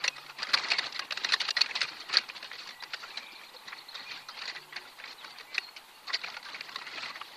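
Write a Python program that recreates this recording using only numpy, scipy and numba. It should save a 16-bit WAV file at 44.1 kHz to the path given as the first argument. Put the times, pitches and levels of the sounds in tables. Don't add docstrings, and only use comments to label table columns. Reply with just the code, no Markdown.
import sys
import numpy as np
from scipy import signal
from scipy.fft import rfft, irfft
from scipy.io import wavfile
from scipy.ndimage import uniform_filter1d, minimum_filter1d
from numba import njit

SR = 44100
rng = np.random.default_rng(int(sys.argv[2]) if len(sys.argv) > 2 else 0)


def generate_wav(signal):
    frames = np.transpose(np.atleast_2d(signal))
    scaled = np.clip(frames, -1, 1) * 32767
    pcm = np.round(scaled).astype(np.int16)
    wavfile.write(sys.argv[1], SR, pcm)


def ratio_of_db(decibels):
    return 10 ** (np.asarray(decibels, float) / 20)


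N = 324576

# f/Hz, level/dB (per Hz)
AIR_SPECTRUM = [(70, 7.5), (140, 0), (280, -0.5), (630, -3), (860, 7.5), (1700, -9.5), (3000, -6.5),
                (6000, -23), (15000, -6)]
AIR_DB, HISS_DB = -51, -58.5
# t/s, length/s, f/Hz, level/dB
ENGINE = [
    (0, .45, 140, -52),
    (2.5, .7, 140, -60),
    (4, .35, 145, -56),
    (4.5, .3, 150, -52),
    (4.5, .4, 371, -55.5),
    (7, .25, 280, -62),
    (6.5, .5, 145, -58),
    (3, 0.56, 371, -68),
]

# t/s, length/s, coarse crumb level/dB, fine grit level/dB (above crumbs)
PULLS = [(-.05, 0.07, -35.5, -4.5), (.1, 0.22, -51, 1), (0.407, 0.099, -42, -1.5), (0.548, 0.3, -36, -1),
         (0.902, 0.27, -43, -8), (1.167, 0.3, -41.5, 1), (1.601, 0.25, -39, -0.5),
         (1.903, 0.12, -45.5, 0.5), (2.138, 0.05, -35.5, -2.5), (2.244, 0.33, -47, 0),
         (2.61, 0.086, -46.5, 2.5), (2.904, 0.32, -49, 1.5), (3.323, 0.14, -52.5, 2),
         (3.688, 0.083, -45, -5), (3.923, 0.27, -47.5, 1.5), (4.369, 0.2, -43, -4),
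         (4.756, 0.14, -49.5, -2), (5.02, 0.069, -44.5, -6.5), (5.214, 0.2, -48.5, -1.5),
         (5.533, 0.092, -49, 1), (6.07, 0.17, -50, 0), (6.221, 0.13, -41.5, -4), (6.47, 0.42, -47, -0.5),
         (6.944, 0.17, -39, -3), (7.212, .2, -51, 1.5)]
DIG_IN_DB_PER_S, SETTLE_DB_PER_S = 208, 160
TRICKLE_DB, TRICKLE_GRIT_DB = -55, -1

# peak t/s, level/dB, stone f/Hz, sharp grit level/dB (above stone)
SKIDS = [(.042, -23.5, 1910, 2.5), (.493, -33.5, 1610, 0.5), (.649, -32, 1600, -9), (1.29, -27.5, 2520, -2),
         (1.404, -25, 3000, 1), (1.569, -22.5, 1880, 1.5), (1.693, -32.5, 1770, -13),
         (1.756, -28.5, 2640, 6), (1.829, -26.5, 2420, 0.5), (2.003, -44.5, 2310, 11.5),
         (2.14, -24, 1770, 5.5), (2.156, -24.5, 1724, -6), (2.446, -44.5, 2600, 7),
         (2.532, -38.5, 1980, 2.5), (3.174, -36.5, 1790, 8), (4.288, -36, 1230, 2), (4.48, -33, 1930, 5.5),
         (4.728, -39, 1950, -26), (4.763, -28.5, 2140, -7.5), (5.078, -43, 2340, 6.5),
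         (5.399, -40, 1980, -5), (5.548, -34, 1980, 6.5), (5.766, -36, 3050, -1), (6.487, -34, 1680, -13),
         (6.546, -32.5, 2290, -6), (6.815, -36.5, 1330, -22), (6.869, -34, 2090, -5.5),
         (7.158, -33.5, 1990, -6.5)]
# peak t/s, level/dB, stone f/Hz, sharp grit level/dB (above stone)
SNAPS = [(.081, -16, 2784, 2.5), (.183, -32.5, 1300, -23), (.926, -38, 2820, 13.5), (.995, -23, 1620, 3.5),
         (1.11, -23.5, 2750, -10), (1.124, -23.5, 1620, 4.5), (1.175, -25, 2750, 3.5),
         (1.238, -32, 1860, 5.5), (1.248, -20, 1930, -0.5), (1.324, -21.5, 2850, 5), (1.617, -18, 2510, 6),
         (.431, -27, 1825, 6), (2.936, -27, 2940, 0), (2.943, -26, 1750, 1.5), (2.826, -27, 1000, -10),
         (2.13, -31, 2300, 6), (1.809, -29, 2200, 7), (.576, -23, 2390, -4), (1.508, -25.5, 2850, 8.5),
         (1.663, -29, 2480, -4), (1.712, -27, 2200, -9), (1.817, -21, 2530, 6.5), (2.174, -20.5, 1480, 6),
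         (2.29, -36.5, 2260, 5.5), (2.301, -30.5, 2500, -24), (2.429, -34, 2600, 1),
         (2.516, -31.5, 1940, -20), (4.457, -39, 1840, 10.5), (5.001, -35, 2640, -14),
         (5.041, -29.5, 2200, -20), (5.247, -34, 1470, -2), (5.582, -20.5, 1950, -1.5),
         (6.369, -27, 1390, -6), (6.61, -28.5, 2330, -15), (6.694, -34.5, 1100, -0.5),
         (6.76, -28.5, 1990, 1.5), (7.215, -26.5, 1174, -35)]
# peak t/s, level/dB, stone f/Hz, sharp grit level/dB (above stone)
JAMS = [(.169, -39, 1900, 0.5), (.436, -31.5, 1850, -2), (.545, -16, 1230, 4.5), (.72, -17, 2650, -2),
        (.793, -23, 2130, -2), (.868, -33.5, 970, 6), (1.27, -34, 1980, -20), (1.341, -19.5, 1800, 6),
        (1.491, -24.5, 2900, 1.5), (2.098, -34, 2670, -2), (3.548, -44, 893, 0), (3.732, -31, 2350, -26),
        (4.422, -34.5, 1780, 4), (5.689, -42.5, 1210, -20), (6.105, -28.5, 1108, -18),
        (6.246, -29.5, 2420, -5), (6.983, -32, 2340, -7), (7.032, -35, 2270, 2.5)]
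# peak t/s, level/dB
PEBBLES = [(.265, -44), (2.185, -24.5), (2.38, -39.5), (2.555, -42), (2.635, -41), (2.675, -36),
           (2.692, -36.5), (2.708, -38.5), (2.838, -33.5), (2.363, -47), (2.908, -46), (4.372, -45),
           (4.44, -44), (4.55, -44), (4.577, -47), (4.99, -48), (5.058, -39), (5.13, -46), (5.308, -45),
           (5.386, -39), (5.41, -39.5), (6.128, -43), (6.265, -42), (6.96, -39), (7.105, -56), (7.283, -49)]
PEBBLE_HZ, PEBBLE_GRIT_DB = 2200, 4
# peak t/s, level/dB, stone f/Hz, sharp grit level/dB (above stone)
GRINDS = [(.299, -37, 1406, -8), (.4, -37.5, 2380, -5), (.735, -27, 2200, -4), (.835, -37.5, 1290, 3.5),
          (.962, -34.5, 2100, 2), (1.453, -37, 2650, 4.5), (1.889, -38.5, 2280, 6),
          (2.366, -38, 3300, -1.5), (2.592, -41, 2500, 6), (3.039, -36, 1350, -5), (3.684, -45, 1940, 6.5),
          (3.957, -37, 1936, 5.5), (4.119, -37.5, 2400, 2.5), (4.199, -57, 2070, -6), (4.39, -44, 2200, 7),
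          (4.501, -33.5, 1950, -1.5), (4.565, -32.5, 1920, -19), (5.114, -49.5, 2600, 11),
          (6.084, -37, 1170, 4.5), (6.145, -27, 2130, 7.5), (6.285, -37, 870, -4), (6.456, -39, 1580, 1),
          (7.06, -36.5, 2010, -1)]
# peak t/s, level/dB, stone f/Hz, sharp grit level/dB (above stone)
MORE_SNAPS = [(.389, -35, 1950, -1), (.423, -29, 2000, -2), (.471, -31.5, 2130, -2),
              (.505, -34, 2090, -2), (.537, -21, 1270, 2), (.586, -27, 2360, 2), (.596, -29, 1180, 3),
              (.662, -37, 1510, 0), (.687, -31, 2100, 5), (.705, -27, 2297, 6), (.787, -26.5, 2080, 8),
              (.948, -38, 2030, 6), (1.032, -44, 2230, -8), (1.302, -32, 1910, 2),
              (1.313, -32, 1800, -1), (1.335, -28.5, 1815, -1), (1.416, -26.5, 1990, 6.5),
              (1.611, -21.5, 2570, 5), (1.969, -46, 2200, 4), (6.216, -44, 1500, 8.5),
              (6.24, -41, 2300, -5), (6.302, -36, 1900, 2), (6.345, -35.5, 2600, -4),
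              (6.43, -44, 2000, 3), (6.501, -42, 1400, 4.5), (6.56, -40, 2010, 2), (6.748, -40, 1490, 3),
              (6.787, -38, 1350, 2), (6.917, -42, 2200, 0), (6.977, -37, 2870, -3),
              (7.022, -41, 2300, 8), (7.085, -41, 1990, 4)]
SNAP_MS, SKID_MS, JAM_MS, GRIND_MS = (1.9, 3.3), (2.4, 12.5), (7.5, 3.8), (9.5, 11.5)
MIDDLING_DB, BRIEFER_PER_DB = -30, 0.0047

# t/s, peak level/dB, ring f/Hz
CRACKS = [(.0445, -24, 4270), (0.079, -10, 5730), (.08, -21, 2730), (.264, -43, 3000), (0.544, -21, 4400),
          (0.717, -16, 2735), (1.109, -28, 2730), (1.814, -19.5, 2200), (1.246, -15, 5860),
          (1.3215, -17, 4200), (1.3383, -14, 1810), (1.507, -18, 5930), (1.6095, -18, 4300),
          (1.6157, -10, 4530), (1.66, -28, 2510), (1.755, -26, 4300), (2.1699, -5, 4500),
          (2.174, -17, 4720), (2.298, -30, 2420), (3.172, -29, 8500), (3.551, -40, 5000),
          (4.726, -35, 1950), (4.99, -45, 4000), (5.545, -29, 4500), (5.58, -23.5, 2600),
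          (6.263, -36, 4200), (6.7576, -29.5, 1090)]
CRACK_CYCLES, SPIKE_HZ, SPIKE_DB = 6.5, 9600, -18
# f/Hz, width/Hz, level/dB
CLAW_MODES = [(1020, 580, -9.5), (1950, 59, -2.5), (2530, 118, -4.5), (2788, 26, 1.5), (5790, 71, -5)]

# t/s, length/s, start f/Hz, end f/Hz, level/dB
WHISTLES = [(.05, 0.11, 2520, 2520, -58.5), (.185, 0.035, 2500, 2480, -62), (.735, 0.038, 2200, 2140, -45),
            (2.69, 0.057, 2060, 1914, -59.5), (2.743, 0.14, 1950, 1990, -59), (3.04, 0.19, 2360, 2416, -65),
            (4.012, 0.021, 2460, 2330, -61), (4.116, 0.062, 2450, 2310, -59),
            (4.215, 0.083, 2400, 2470, -66), (4.735, 0.029, 1950, 1950, -71),
            (5.263, 0.084, 2130, 2050, -66), (5.434, 0.12, 1970, 2060, -66), (5.47, 0.089, 2270, 2420, -66)]
# t/s, start f/Hz, level/dB
CHIPS = [(2.798, 3300, -54), (2.959, 3900, -55), (3.097, 3260, -55), (3.154, 3670, -61), (3.26, 3150, -55),
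         (3.35, 3490, -53), (3.457, 3500, -52.5), (3.56, 3530, -52.5), (3.671, 3520, -52.5),
         (3.777, 3610, -50), (3.88, 3500, -51), (3.991, 3560, -49), (4.104, 3520, -56)]
CHIP_RISE = 1.31
# t/s, length/s, centre f/Hz, level/dB
TRILLS = [
    (3.117, 0.37, 2372, -52.5),
    (3.72, 0.2, 2000, -63),
    (3.926, 0.14, 1917, -54),
    (6.839, 0.055, 1970, -50),
    (7.042, 0.145, 1990, -54.5),
    (5.494, 0.13, 2800, -64),
]
# t/s, length/s, start f/Hz, middle f/Hz, end f/Hz, level/dB
ARCHES = [
    (4.054, 0.072, 2400, 2470, 2200, -53),
    (4.3, .024, 3600, 4750, 5100, -55),
    (4.303, .075, 3080, 3200, 3300, -62),
]
# t/s, length/s, start f/Hz, end f/Hz, level/dB
SLURS = [
    (4.594, .035, 4200, 4700, -60),
    (4.688, 0.088, 2960, 3770, -61.5),
    (5.078, 0.045, 4240, 4170, -58),
    (5.088, 0.055, 5300, 5560, -60),
    (5.18, 0.071, 4130, 2740, -57),
    (5.265, 0.069, 4520, 4590, -61),
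    (5.588, .08, 4500, 4190, -57),
    (5.664, 0.035, 4140, 4400, -56.5),
    (5.939, .026, 4420, 4350, -67),
    (7.197, 0.015, 3810, 5100, -58.5),
]

# f/Hz, level/dB
PORT_RESPONSE = [(40, -38), (110, -19.5), (250, -11), (1000, -2), (2300, 2), (3200, 0), (4400, 5),
                 (5200, -5), (6300, -9.5), (8000, -9), (15000, -41)]


def shape(x, points):
    hz, db = np.transpose(points)
    grid = np.maximum(np.fft.rfftfreq(4096, 1 / SR), 1)
    cep = irfft(np.log(ratio_of_db(np.interp(np.log(grid), np.log(hz), db))))
    cep[1:2048] *= 2
    cep[2049:] = 0
    impulse = irfft(np.exp(rfft(cep)))[:2048]
    return signal.oaconvolve(x, impulse)[:N]


def level(x, db):
    return x * ratio_of_db(db) / np.sqrt(np.mean(x ** 2))


def walk(rate):
    k = int(SR / rate)
    steps = np.repeat(rng.standard_normal(N // k + 1), k)
    return uniform_filter1d(steps, k // 2 + 1)[:N]


@njit
def ring(start, hz, cycles, size):
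    out = np.zeros(N)
    for k in range(len(start)):
        turn = np.exp(hz[k] / SR * (2j * np.pi - 1 / cycles[k]))
        swing, soft, soften = size[k] + 0j, 1., np.exp(-2 * hz[k] / SR)
        for i in range(start[k], min(start[k] + int(4.5 * cycles[k] * SR / hz[k]), N)):
            if i >= 0:
                out[i] += swing.imag * (1 - soft)
            swing *= turn
            soft *= soften
    return out


def grains(s, hz, db, cycles, scatter_db):
    luck = rng.random(s.shape + (3,))
    size = ratio_of_db(db - scatter_db * np.log(1 - luck[..., 0])) * np.sign(luck[..., 1] - .5)
    turns = cycles * (.5 + luck[..., 2])
    start = (s * SR).astype(np.int64)
    return ring(start.ravel(), np.clip(hz, 60, SR / 3).ravel(), turns.ravel(), size.ravel())


def add(out, start, length, hz, db, fade=0.15):
    u = np.arange(int(length * SR)) / (length * SR)
    path = np.interp(u, np.linspace(0, 1, len(hz)), hz)
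    pitch = uniform_filter1d(path, len(u) // 4 + 1, mode="nearest")
    swell = np.clip(np.minimum(u, 1 - u) / fade, 0, 1)
    note = ratio_of_db(db + 6.0) * swell * np.sin(2 * np.pi * np.cumsum(pitch) / SR)
    i = max(int(start * SR), 0)
    out[i:i + len(u)] += note[:N - i]


def air():
    drone = np.zeros(N)
    for start, length, hz, db in ENGINE:
        add(drone, start, length, hz * (1 + .015 * rng.standard_normal(6)), db - 5, fade=0.21)
    drone *= ratio_of_db(2.7 * walk(16))
    bed = level(shape(rng.standard_normal(N), AIR_SPECTRUM), AIR_DB)
    return drone + bed * ratio_of_db(0.9 * walk(2.97) + 0.68 * walk(19))


def drag():
    t = np.arange(N) / SR
    coarse_db = np.full(N, 1. * TRICKLE_DB)
    fine_db = coarse_db + TRICKLE_GRIT_DB
    for start, length, db, grit_db in PULLS:
        before_db = DIG_IN_DB_PER_S * (start - t)
        after_db = SETTLE_DB_PER_S * (t - start - length)
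        pull_db = db - np.maximum(np.maximum(before_db, after_db), 0)
        coarse_db = np.maximum(coarse_db, pull_db)
        fine_db = np.maximum(fine_db, pull_db + grit_db)
    press = np.clip(walk(35), -3, 1.1)

    def bed(count, hz, spread, cycles, db):
        tone = hz * np.exp(spread * rng.standard_normal(count))
        even = level(grains(rng.random(count) * N / SR, tone, 0, cycles, 1.9), 0)
        return even * ratio_of_db(db + 2.5 * press + 1.8 * walk(60))

    crumbs = bed(count=6000, hz=1809, spread=.42, cycles=9.8, db=coarse_db - 7.5)
    grit = bed(count=11000, hz=4440, spread=0.2166, cycles=32.0, db=fine_db - 7.0)
    clods = bed(count=6000, hz=455, spread=0.63, cycles=1.73, db=0.69 * coarse_db - 21)
    ground = bed(count=1800, hz=123.7, spread=0.23, cycles=0.99, db=0.77 * coarse_db - 25.0)
    sand = bed(count=6000, hz=6550, spread=0.203, cycles=1.6, db=fine_db - 14.5)
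    pebbles = bed(count=1300, hz=2600, spread=0.4005, cycles=12.0, db=coarse_db - 12.0)
    return crumbs + grit + clods + ground + sand + pebbles


def crunches():
    pebbles = [(s, db, PEBBLE_HZ, PEBBLE_GRIT_DB) for s, db in PEBBLES]
    kinds = ((SNAPS, SNAP_MS), (SKIDS, SKID_MS), (JAMS, JAM_MS), (GRINDS, GRIND_MS),
             (pebbles, SNAP_MS), (MORE_SNAPS, SNAP_MS))
    events = np.array([(*row, *ms) for rows, ms in kinds for row in rows])
    s, db, hz, grit_db, rise_ms, fall_ms = events.T[..., None]
    briefer = ratio_of_db(BRIEFER_PER_DB * (MIDDLING_DB - db))
    rise, fall = rise_ms * briefer / 1000, fall_ms * briefer / 1000
    span = 1.5 * rise + 2.5 * fall

    def swarm(count, pitch, spread, cycles, share_db):
        size = (len(s), count)
        lag = (np.arange(count) + rng.random(size)) / count * span - 1.5 * rise
        tone = pitch * np.exp(spread * rng.standard_normal(size))
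        sparse_db = 10 * np.log10(4 * span * tone / cycles / count)
        shape_db = -8.0 * np.maximum(-lag / rise, lag / fall)
        return grains(s + lag - .001, tone, db + share_db + sparse_db + shape_db, cycles, 1.58)

    stone = swarm(count=12, pitch=hz, spread=0.034, cycles=7.5, share_db=-10.5)
    crumb = swarm(count=24, pitch=np.sqrt(1900 * hz), spread=0.37, cycles=2.42, share_db=-6)
    grit = swarm(count=30, pitch=4500, spread=0.1513, cycles=8.7, share_db=grit_db - 8.0)
    dust = swarm(count=60, pitch=12600, spread=0.15, cycles=4.4, share_db=grit_db / 2 - 5.5)
    shard = swarm(count=12, pitch=6050, spread=0.101, cycles=11.0, share_db=grit_db / 2 - 13.5)
    clod = swarm(count=8, pitch=638, spread=0.35, cycles=3.5, share_db=-15.0)
    return stone + crumb + grit + dust + shard + clod


def cracks():
    s, db, hz = np.transpose(CRACKS)
    at, even = (s * SR).astype(np.int64), np.ones(len(s))
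    body = ring(at, hz, CRACK_CYCLES * even, ratio_of_db(db))
    spike = ring(at, SPIKE_HZ * even, 1.0 * even, ratio_of_db(db + SPIKE_DB))
    return body + spike


def tines(soil):
    claw = np.zeros(N)
    for hz, width, db in CLAW_MODES:
        claw += ratio_of_db(db) * signal.lfilter(*signal.iirpeak(hz, hz / width, SR), soil)
    return claw


def whistles():
    song = np.zeros(N)
    for start, length, *hz, db in WHISTLES + SLURS + ARCHES:
        add(song, start, length, hz, db, fade=0.088)
    return song


def chips():
    song = np.zeros(N)
    for start, low, db in CHIPS:
        top = CHIP_RISE * low
        rise = [0.9 * low, 0.197 * low + .8 * top, 0.88 * top]
        add(song, start, .021, rise, db - 1.5, fade=0.31)
        add(song, start + .024, .02, [low - 150, top - 350], db - 7)
    return song


def trills():
    burr = np.zeros(N)
    for start, length, hz, db in TRILLS:
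        add(burr, start, length, [hz, hz], db, fade=0.12)
    low_pass = signal.butter(2, 125, fs=SR, output="sos")
    flutter = level(signal.sosfilt(low_pass, rng.standard_normal(N)), 0)
    return burr * (0.41 + 0.5 * flutter)


def birds():
    direct = (whistles() + chips()) * ratio_of_db(2.7 * walk(70)) + trills()
    t = np.arange(SR // 2) / SR
    tail = rng.standard_normal(len(t)) * ratio_of_db(-60 * t / .3)
    blur = signal.fftconvolve(direct, tail / np.linalg.norm(tail))[:N]
    return direct + ratio_of_db(-10) * blur


def shaft_knock(soil):
    add(soil, start=3.54, length=0.028, hz=[505, 505], db=-49)


def scene():
    soil = crunches() + cracks() + drag()
    shaft_knock(soil)
    mono = 0.93 * soil + tines(soil) + birds() + air()
    return np.array([mono, mono])


def mute_faint_treble(x):
    above_hz, calm_db, cut_db, slope, attack_db = 5200, -53, 1, .42, 12
    f, t, z = signal.stft(x, SR, nperseg=2048, noverlap=1024, window="cosine")
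    at = np.minimum(t * SR, N - 1).astype(int)
    quick_db = 10 * np.log10(uniform_filter1d(x ** 2, 256) + 1e-12)
    held_db = uniform_filter1d(quick_db, 2048)[at]
    peak_db = -minimum_filter1d(-quick_db, 1024)[at]
    sharp = peak_db - held_db > attack_db
    busy_db = slope * np.maximum(held_db - calm_db, 0) * ~sharp
    patchy_db = 2.2 * np.repeat(rng.standard_normal((33, len(t))), 32, axis=0)[:len(f)]
    typical = np.median(np.abs(z[(f > 9000) & (f < 14000)]))
    reach = np.clip(np.log2(np.maximum(f, 1) / above_hz) / .75, 0, 1)[:, None]
    z[np.abs(z) < reach * typical * ratio_of_db(cut_db + busy_db + patchy_db)] = 0
    return signal.istft(z, SR, nperseg=2048, noverlap=1024, window="cosine")[1][:N]


def top_cut(x):
    return signal.sosfilt(signal.butter(12, 15320, fs=SR, output="sos"), x)


def record(dry):
    hiss_spectrum = [(25, -3), (60, -40), (300, -9.0), (5500, -15.5), (9000, -11.5), (14000, -12)]  # Hz, dB
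    hiss = shape(rng.standard_normal(N), hiss_spectrum)
    mono = shape(dry[0], PORT_RESPONSE) + level(hiss, HISS_DB)
    top = signal.ellip(8, .2, 80, 14550, fs=SR, output="sos")
    mono = mute_faint_treble(signal.sosfilt(top, mono))
    skew = mono * ratio_of_db(-39.5) * walk(900)
    return top_cut(np.array([mono + skew, mono - skew]))


dry = scene()
out = record(dry)
generate_wav(out)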